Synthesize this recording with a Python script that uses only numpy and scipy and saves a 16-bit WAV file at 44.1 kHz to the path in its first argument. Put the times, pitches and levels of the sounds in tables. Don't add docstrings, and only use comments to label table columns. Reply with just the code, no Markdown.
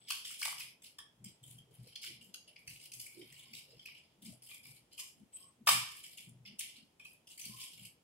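import sys
import numpy as np
from scipy import signal
from scipy.fft import rfft, irfft
from scipy.io import wavfile
from scipy.ndimage import uniform_filter1d

SR = 44100
rng = np.random.default_rng(int(sys.argv[2]) if len(sys.argv) > 2 else 0)


def wav_out(sig):
    wavfile.write(sys.argv[1], SR, np.round(np.clip(np.atleast_2d(sig).T, -1, 1) * 32767).astype(np.int16))


N = 354123

# (t/s, level/dB, strongest ring f/Hz, treble share level/dB)
CHAIN_CLINKS = [(0.082, -40, 2920, -8), (0.104, -26, 4450, 3.5), (0.1185, -29.5, 3070, -2),
                (0.249, -35.5, 3180, -22), (0.311, -39, 2850, -3), (0.415, -32.5, 4400, -13),
                (0.4264, -28.5, 2110, 1.5), (0.452, -25, 2980, -5), (0.604, -38, 2500, 0),
                (0.8204, -45, 3020, -3.5), (0.857, -52, 5380, -10.5), (0.9851, -40, 5260, 12),
                (1.2423, -39.5, 7530, 5.5), (1.2582, -49, 3250, -7), (1.436, -44, 3280, 2),
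                (1.5828, -47.5, 3230, 1.5), (1.8725, -51, 4640, -3), (1.956, -35.5, 4500, -11.5),
                (2.0142, -43.5, 3000, 3.5), (2.0296, -42.5, 4900, -4.5), (2.21, -49.5, 2670, -13),
                (2.3409, -35, 6450, -1.5), (2.5604, -46, 2270, -9), (2.6756, -37, 2580, 0.5),
                (2.855, -40, 2830, 1), (2.918, -37.5, 8950, 4), (2.9352, -37.5, 6290, 4.5),
                (2.9978, -35, 8000, 3.5), (3.063, -40, 2310, 8), (3.2139, -46.5, 3250, -26),
                (3.3232, -44, 2000, 3.5), (3.3928, -44.5, 3140, 11), (3.5333, -36.5, 2930, -8.5),
                (3.5492, -39.5, 3820, 8), (3.794, -46.5, 3140, -57), (3.856, -41.5, 2494, -1),
                (4.4218, -43, 9000, 2), (4.9781, -43, 2470, -13.5), (4.994, -35.5, 2960, -0.5),
                (5.672, -18.5, 2330, 1), (5.687, -16, 5180, 2.5), (6.062, -43.5, 11600, 1),
                (6.173, -42.5, 2830, 26), (6.2904, -49.5, 9750, 13.5), (6.4516, -46.5, 2140, -8.5),
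                (6.4695, -49, 3255, 16), (6.592, -29, 9600, 9), (6.606, -38.5, 3090, 8),
                (6.6936, -46, 7700, -17), (6.9964, -44, 3190, -3.5), (7.048, -43.5, 3230, 10),
                (7.271, -44.5, 3300, -2), (7.3768, -41.5, 4800, 6.5), (7.395, -38.5, 8600, 13),
                (7.4136, -35.5, 6100, 8.5), (7.4281, -49, 6350, 13), (7.452, -35.5, 4640, 16),
                (7.7156, -53.5, 5400, 1), (7.8508, -38, 12200, 2.5)]
# (f/Hz, relative level/dB, t60 when held tight t/s)
LINK_MODES = [(2330, -3.5, 0.0045), (2997, 2.5, 0.0034), (3309, -1.5, 0.0055), (4310, -5.5, 0.0015),
              (5075, 0, 0.0029), (6530, -12, 0.0043), (7300, -4.5, 0.0031), (8410, 1, 0.0013),
              (9750, 0.5, 0.0024), (11130, 4, 0.00049), (11770, -13.5, 0.012), (14800, -21.5, 0.0012)]
# (start t/s, hold t/s, level/dB, treble share level/dB)
CHAIN_SHAKES = [(0.0, 0.061, -63.5, -12.5), (0.078, 0.051, -54, -0.5), (0.241, 0.073, -58, 0.5),
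                (0.383, 0.092, -56, 4), (0.573, 0.018, -55, -2), (0.82, 0.021, -59.5, -1),
                (1.245, 0.0064, -59, -6.5), (1.416, 0.1, -67, 0.5), (1.694, 0.14, -69, -2),
                (1.822, 0.094, -66, -6.5), (2.011, 0.044, -54.5, -4), (2.199, 0.043, -65.5, 0),
                (2.458, 0.036, -65, -6.5), (2.569, 0.0035, -62, -3), (2.655, .18, -65, -1),
                (2.914, 0.13, -67, 4.5), (3.107, .4, -65.5, -4), (3.529, 0.023, -59, -1),
                (3.758, 0.21, -68, -5.5), (3.661, 0.063, -67, -5.5), (3.853, 0.24, -74, -16),
                (4.203, 0.069, -61.5, 0), (4.422, 0.11, -61.5, 1), (4.622, 0.076, -66.5, -1),
                (4.73, 0.035, -68.5, -3), (4.905, 0.087, -61.5, -5.5), (4.961, 0.023, -66, 9),
                (5.096, 0.088, -76, 0), (5.31, 0.1, -66.5, -3.5), (5.658, 0.04, -37, 0),
                (5.87, 0.12, -65, 0), (6.026, 0.069, -59, -3.5), (6.166, 0.038, -63, -1.5),
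                (6.445, 0.012, -59.5, -8.5), (6.579, 0.014, -53.5, -2), (6.729, 0.055, -65, -6.5),
                (6.996, 0.11, -70.5, 0.5), (7.269, 0.025, -60, 1.5), (7.365, 0.22, -63, 0.5),
                (7.594, 0.028, -55, -0.5), (7.711, 0.1, -63, -1.5)]
SHAKE_RISE_S, SHAKE_FALL_DB_PER_S = 0.011, 210.5
# (t/s, level/dB, strongest ring f/Hz)
PITCHED_STRIKES = [(0.103, -40, 1137), (0.107, -44.5, 1540), (0.303, -56, 1350), (0.417, -40.5, 1570),
                   (0.454, -36.5, 960), (0.477, -38, 960), (0.525, -41.5, 1030), (0.987, -48, 1760),
                   (0.986, -43.5, 3330), (1.001, -47.5, 3310), (2.041, -54, 1450), (2.342, -55.5, 1520),
                   (3.885, -50, 2330), (4.495, -54.5, 2360), (4.512, -47.5, 2430), (4.537, -54.5, 2330),
                   (4.654, -51, 2330), (4.99, -52, 1000), (5.671, -23, 1170), (5.675, -25, 1760),
                   (5.687, -21, 1170), (6.998, -50, 2460), (7.021, -55.5, 3190), (7.052, -48.5, 2556)]
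# (f/Hz, relative level/dB, t60 t/s)
WOOD_MODES = [(754, -14, 0.018), (960, -3, 0.0076), (1170, 8, 0.015), (1450, -8.5, 0.014),
              (1760, -16, 0.015), (2330, -2.5, 0.034), (3650, 3.5, 0.019)]
# (top speed t/s, level/dB, shedding f/Hz, length t/s)
STICK_WHOOSHES = [(1.25, -50.5, 189, 0.0233), (1.7, -59, 417, 0.03), (1.87, -60, 463, 0.027),
                  (2.1, -57.5, 330, 0.021), (2.25, -58, 200, 0.11), (2.3, -67, 456, 0.1),
                  (2.5, -62.5, 600, 0.015), (3.2, -50, 330, 0.03), (3.53, -57.5, 229, 0.03),
                  (3.72, -58.5, 470, 0.034), (4.27, -50, 200, 0.042), (4.33, -64, 640, 0.033),
                  (4.65, -67.5, 218, 0.056), (5.21, -52, 199, 0.034), (5.62, -56, 228, 0.026),
                  (5.75, -50.5, 191, 0.023), (6.3, -57.5, 173, 0.068), (6.52, -58, 201.5, 0.067),
                  (6.82, -55, 212.6, 0.036), (7.49, -53.5, 189, 0.027), (7.8, -57.5, 178, 0.054)]
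# (middle t/s, level/dB, f/Hz, length t/s)
CHAIN_WHISTLES = [(.03, -63.5, 8030, 0.11), (3.41, -68, 1055, 0.076), (5.02, -61.5, 1048, 0.036),
                  (5.355, -43.5, 8100, 0.013), (5.43, -59, 8210, 0.051), (5.45, -67, 1087, 0.059),
                  (7.58, -60, 1050, 0.084)]
# (full load t/s, hold t/s, level/dB)
FOOTSTEPS = [(0.0, 0.038, -64), (0.44, 0.203, -63), (1.202, 0.015, -56), (1.426, 0.3, -61),
             (1.784, 0.014, -51.5), (2.098, 0.043, -61.5), (2.664, 0.042, -54.5), (2.98, 0.012, -65),
             (3.21, 0.39, -63), (3.663, 0.29, -65), (4.302, 0.13, -62), (4.66, 0.047, -60.5),
             (5.448, 0.093, -77.5), (5.732, 0.038, -50.5), (6.289, 0.086, -61), (7.5, 0.05, -63.5),
             (7.817, 0.037, -59)]
STEP_RISE_DB_PER_S, STEP_FALL_DB_PER_S = 229.5, 128
# (f/Hz, width f/Hz, relative level/dB)
FLOOR_MODES = [(52.7, 20, 4), (122.82, 2.3, 23), (145, 2.6, 17.5)]
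# (f/Hz, relative level per Hz/dB)
HISS_SPECTRUM = [(30, -9), (60, -2.5), (130, 3), (370, -3), (780, -6.5), (1400, -16), (2600, -14.5),
                 (4900, -21.5), (8400, -18), (14000, -27), (16000, -30)]
HISS_DB = -63.5
# (f/Hz, likeness 0 to 1)
STEREO_LIKENESS = [(60, 0.91), (130, 1), (290, .8), (640, 0.32), (1400, 0.037)]
# (f/Hz, t60 t/s)
ROOM_DECAY = [(300, 0.24), (2000, 0.57), (8000, 0.46), (14000, 0.1)]
# (delay t/s, level/dB)
WALL_ECHOES = [(.0035, 3), (0.0185, -6), (0.039, -18)]
# (f/Hz, level/dB)
LEFT_OVER_RIGHT = [(60, 0.5), (150, 2.5), (300, 0), (6000, -1), (12000, 3.5)]


def from_db(db):
    return 10 ** (np.asarray(db) / 20)


def rms_one(x):
    return x / np.sqrt(np.mean(x ** 2) + 1e-20)


def at_hz(points, hz):
    curve_hz, value = np.array(points).T
    return np.interp(np.log(hz), np.log(curve_hz), value)


def ring(clicks, hz, t60):
    r = from_db(-60 / (t60 * SR))
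    w = 2 * np.pi * hz / SR
    return signal.lfilter([0, np.sin(w)], [1, -2 * r * np.cos(w), r * r], clicks + 1e-18)


def resonance(x, hz, width_hz):
    r = np.exp(-np.pi * width_hz / SR)
    feedback = [1, -2 * r * np.cos(2 * np.pi * hz / SR), r * r]
    return signal.lfilter([(1 - r * r) / 2, 0, (r * r - 1) / 2], feedback, x)


def band(x, low, high):
    return signal.sosfilt(signal.butter(2, [low, high], "band", fs=SR, output="sos"), x)


def high_pass(x, hz):
    return signal.sosfilt(signal.butter(4, hz, "high", fs=SR, output="sos"), x)


def pair(noise, hz):
    alike = np.clip(at_hz(STEREO_LIKENESS, hz), 0, 1)
    middle = np.sqrt((1 + alike) / 2) * noise[0]
    side = np.sqrt((1 - alike) / 2) * noise[1]
    return middle + side * [[1], [-1]]


def clinks(tick_db=-12.0, crack_s=0.0029, ring_db=-7.5, ring_cycles=48.0, hard_db=-24.0, crash=0.3):
    s, db, strongest, treble = np.transpose(CHAIN_CLINKS)
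    strengths = rng.standard_normal((len(s), 20))
    out = np.zeros((2, N + SR))
    lag = (9 * rng.random(len(s)) + 10).astype(int)
    spread_db = 2
    choked = np.maximum(db - hard_db, 0)
    for k, at in enumerate((s * SR).astype(int)):
        fade = np.exp(-np.arange(2048) / SR / (crack_s * (1 + choked[k] / 5)))
        contacts = .03 * rng.standard_normal(2048) ** 3 * fade
        contacts[0] = 1
        crack = 0
        for m, (hz, mode_db, t60) in enumerate(LINK_MODES):
            gain_db = mode_db + spread_db * strengths[k, m] + treble[k] * (hz > 5800)
            crack = crack + ring(contacts, hz, t60) * (-1) ** m * from_db(gain_db)
        free = ring(contacts, strongest[k], ring_cycles / strongest[k])
        sound = crack / np.abs(crack).max()
        sound += from_db(ring_db - choked[k]) * free / np.abs(free).max()
        sound += from_db(tick_db + crash * choked[k]) * contacts
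        sound *= from_db(db[k])
        out[0, at:at + 2048] += sound
        out[1, at + lag[k]:at + lag[k] + 2048] += sound
    return out[:, :N]


def rattle():
    t = np.arange(N) / SR
    loud = np.zeros((2, N))
    for s, hold, db, treble in CHAIN_SHAKES:
        span = slice(int(s * SR), int((s + abs(hold) + .4) * SR))
        since = t[span] - s
        rise = np.clip(since / SHAKE_RISE_S, 0, 1) ** 2
        fall_db = SHAKE_FALL_DB_PER_S * np.maximum(since - SHAKE_RISE_S - hold, 0)
        loud[:, span] += rise * from_db(db - fall_db + np.array([[0], [treble]]))
    looser = 2
    clump = np.repeat(rng.standard_normal(N // 600 + 1), 600)[:N]
    hits = rng.random(N) < 650 * from_db(3 * clump) / SR
    sizes = from_db(4 * np.minimum(rng.exponential(1, N), 3.5)) * hits
    chance = rng.standard_normal(N)
    out = np.zeros((2, N))
    lags = rng.integers(10, 19, len(LINK_MODES))
    for k, (hz, mode_db, t60) in enumerate(LINK_MODES):
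        own = np.roll(chance, 997 * k)
        favour_db = 2.5 * np.roll(clump, 6000 * (k + 1))
        blows = sizes * np.sign(own) * from_db(4 * np.roll(own, 1) + favour_db)
        steady = np.sqrt(np.mean(ring(blows, hz, looser * t60) ** 2))
        shaken = blows * loud[int(hz > 5800)] * from_db(mode_db)
        rung = ring(shaken, hz, looser * t60) / steady
        out += [rung, np.roll(rung, lags[k])]
    return out / np.sqrt(5)


def pitched_strikes(peak_db=21.5, hard_db=-33.0, spread=1.0):
    strengths = rng.standard_normal((len(PITCHED_STRIKES), 8))
    out = np.zeros(N + SR)
    click = np.eye(1, 4096)[0]
    for (s, db, strongest), chance in zip(PITCHED_STRIKES, strengths):
        nearest = np.argmin(np.abs(np.log(np.array(WOOD_MODES)[:, 0] / strongest)))
        others_db = min(spread * max(db - hard_db, 0) - peak_db, 0)
        sound = 0
        for k, (hz, mode_db, t60) in enumerate(WOOD_MODES):
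            if k == nearest:
                sound = sound + ring(click, strongest, t60)
            else:
                sound = sound + from_db(mode_db + others_db + 2 * chance[k]) * ring(click, hz, t60)
        out[int(s * SR):][:len(click)] += from_db(db) * sound
    return np.array([out, np.roll(out, 12)])[:, :N]


def air_tones(rows, sharpness):
    out = np.zeros((2, N))
    t = np.arange(N) / SR
    for s, db, hz, length in rows:
        span = slice(max(int((s - .4) * SR), 0), int((s + .4) * SR))
        noise = rng.standard_normal((2, SR))[:, :len(t[span])]
        width_hz = hz / sharpness
        tone = rms_one(resonance(resonance(noise, hz, width_hz), hz, width_hz))
        swell = np.exp(-.5 * ((t[span] - s) / length) ** 2)
        out[:, span] += pair(tone, hz) * from_db(db - 3.0) * swell
    return out


def room(x, tail_db=-27.5, build_s=0.0014):
    t = np.arange(int(.7 * SR)) / SR
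    tail = 0
    for low in 100 * 2 ** np.arange(0, 8.):
        high = 2 * low
        noise = band(rng.standard_normal((2, len(t))), low, min(high, .45 * SR))
        tail = tail + noise * from_db(-60 * t / at_hz(ROOM_DECAY, np.sqrt(low * high)))
    tail = tail * from_db(tail_db) * (1 - np.exp(-t / build_s))
    for s, db in WALL_ECHOES:
        arrival = (s * SR + rng.uniform(-17, 17, 2)).astype(int)
        tail[[0, 1], arrival] += from_db(db)
    return signal.fftconvolve(x, tail, axes=1)[:, :N]


def boom():
    t = np.arange(N) / SR
    load = 0
    for s, hold, db in FOOTSTEPS:
        rise_db = STEP_RISE_DB_PER_S * np.maximum(s - t, 0)
        fall_db = STEP_FALL_DB_PER_S * np.maximum(t - s - hold, 0)
        load = load + from_db(db - rise_db - fall_db)
    noise = rng.standard_normal((2, N))
    modes = 0
    for hz, width_hz, db in FLOOR_MODES:
        modes = modes + from_db(db) * pair(rms_one(resonance(noise, hz, width_hz)), hz)
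    return rms_one(modes) * load


def hiss():
    white = rng.standard_normal((2, 2, N))
    edges = 22 * 2 ** np.arange(0, 9.6, .5)
    out = 0
    for k, (low, high) in enumerate(zip(edges, edges[1:])):
        hz = np.sqrt(low * high)
        out = out + from_db(at_hz(HISS_SPECTRUM, hz)) * pair(band(white[k % 2], low, high), hz)
    return from_db(HISS_DB) * rms_one(out)


def microphones(x):
    hz = np.maximum(np.fft.rfftfreq(N, 1 / SR), 1)
    lift = from_db(at_hz(LEFT_OVER_RIGHT, hz) / 2 * np.array([[1], [-1]]))
    return irfft(rfft(high_pass(x, hz=45)) * lift * (hz < 15800), N)


def suppressor(x, margin_db=5.0, hold=0.8, deepest_db=-10.0):
    spectra = signal.stft(x, nperseg=512)[2]
    power = uniform_filter1d(np.mean(np.abs(spectra) ** 2, axis=0), size=3, axis=0)
    power = signal.lfilter([1 - hold], [1, -hold], power) + 1e-20
    noise = np.percentile(power, 10, axis=1, keepdims=True) * from_db(margin_db) ** 2
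    gain = np.maximum(1 - noise / power, from_db(deepest_db))
    return signal.istft(spectra * gain, nperseg=512)[1][:, :N]


def scene():
    metal = high_pass(clinks() + rattle(), hz=1945)
    pitched = high_pass(pitched_strikes(), hz=733)
    struck = metal + pitched
    air = air_tones(STICK_WHOOSHES, sharpness=3.8) + air_tones(CHAIN_WHISTLES, sharpness=26.0)
    return struck + room(struck + from_db(-16.5) * air) + air + boom() + hiss()


def top_cut(x):
    return signal.sosfilt(signal.butter(12, 16630, fs=SR, output="sos"), x)


def record(dry):
    mix = suppressor(microphones(dry))
    return top_cut(mix)


dry = scene()
out = record(dry)
wav_out(out)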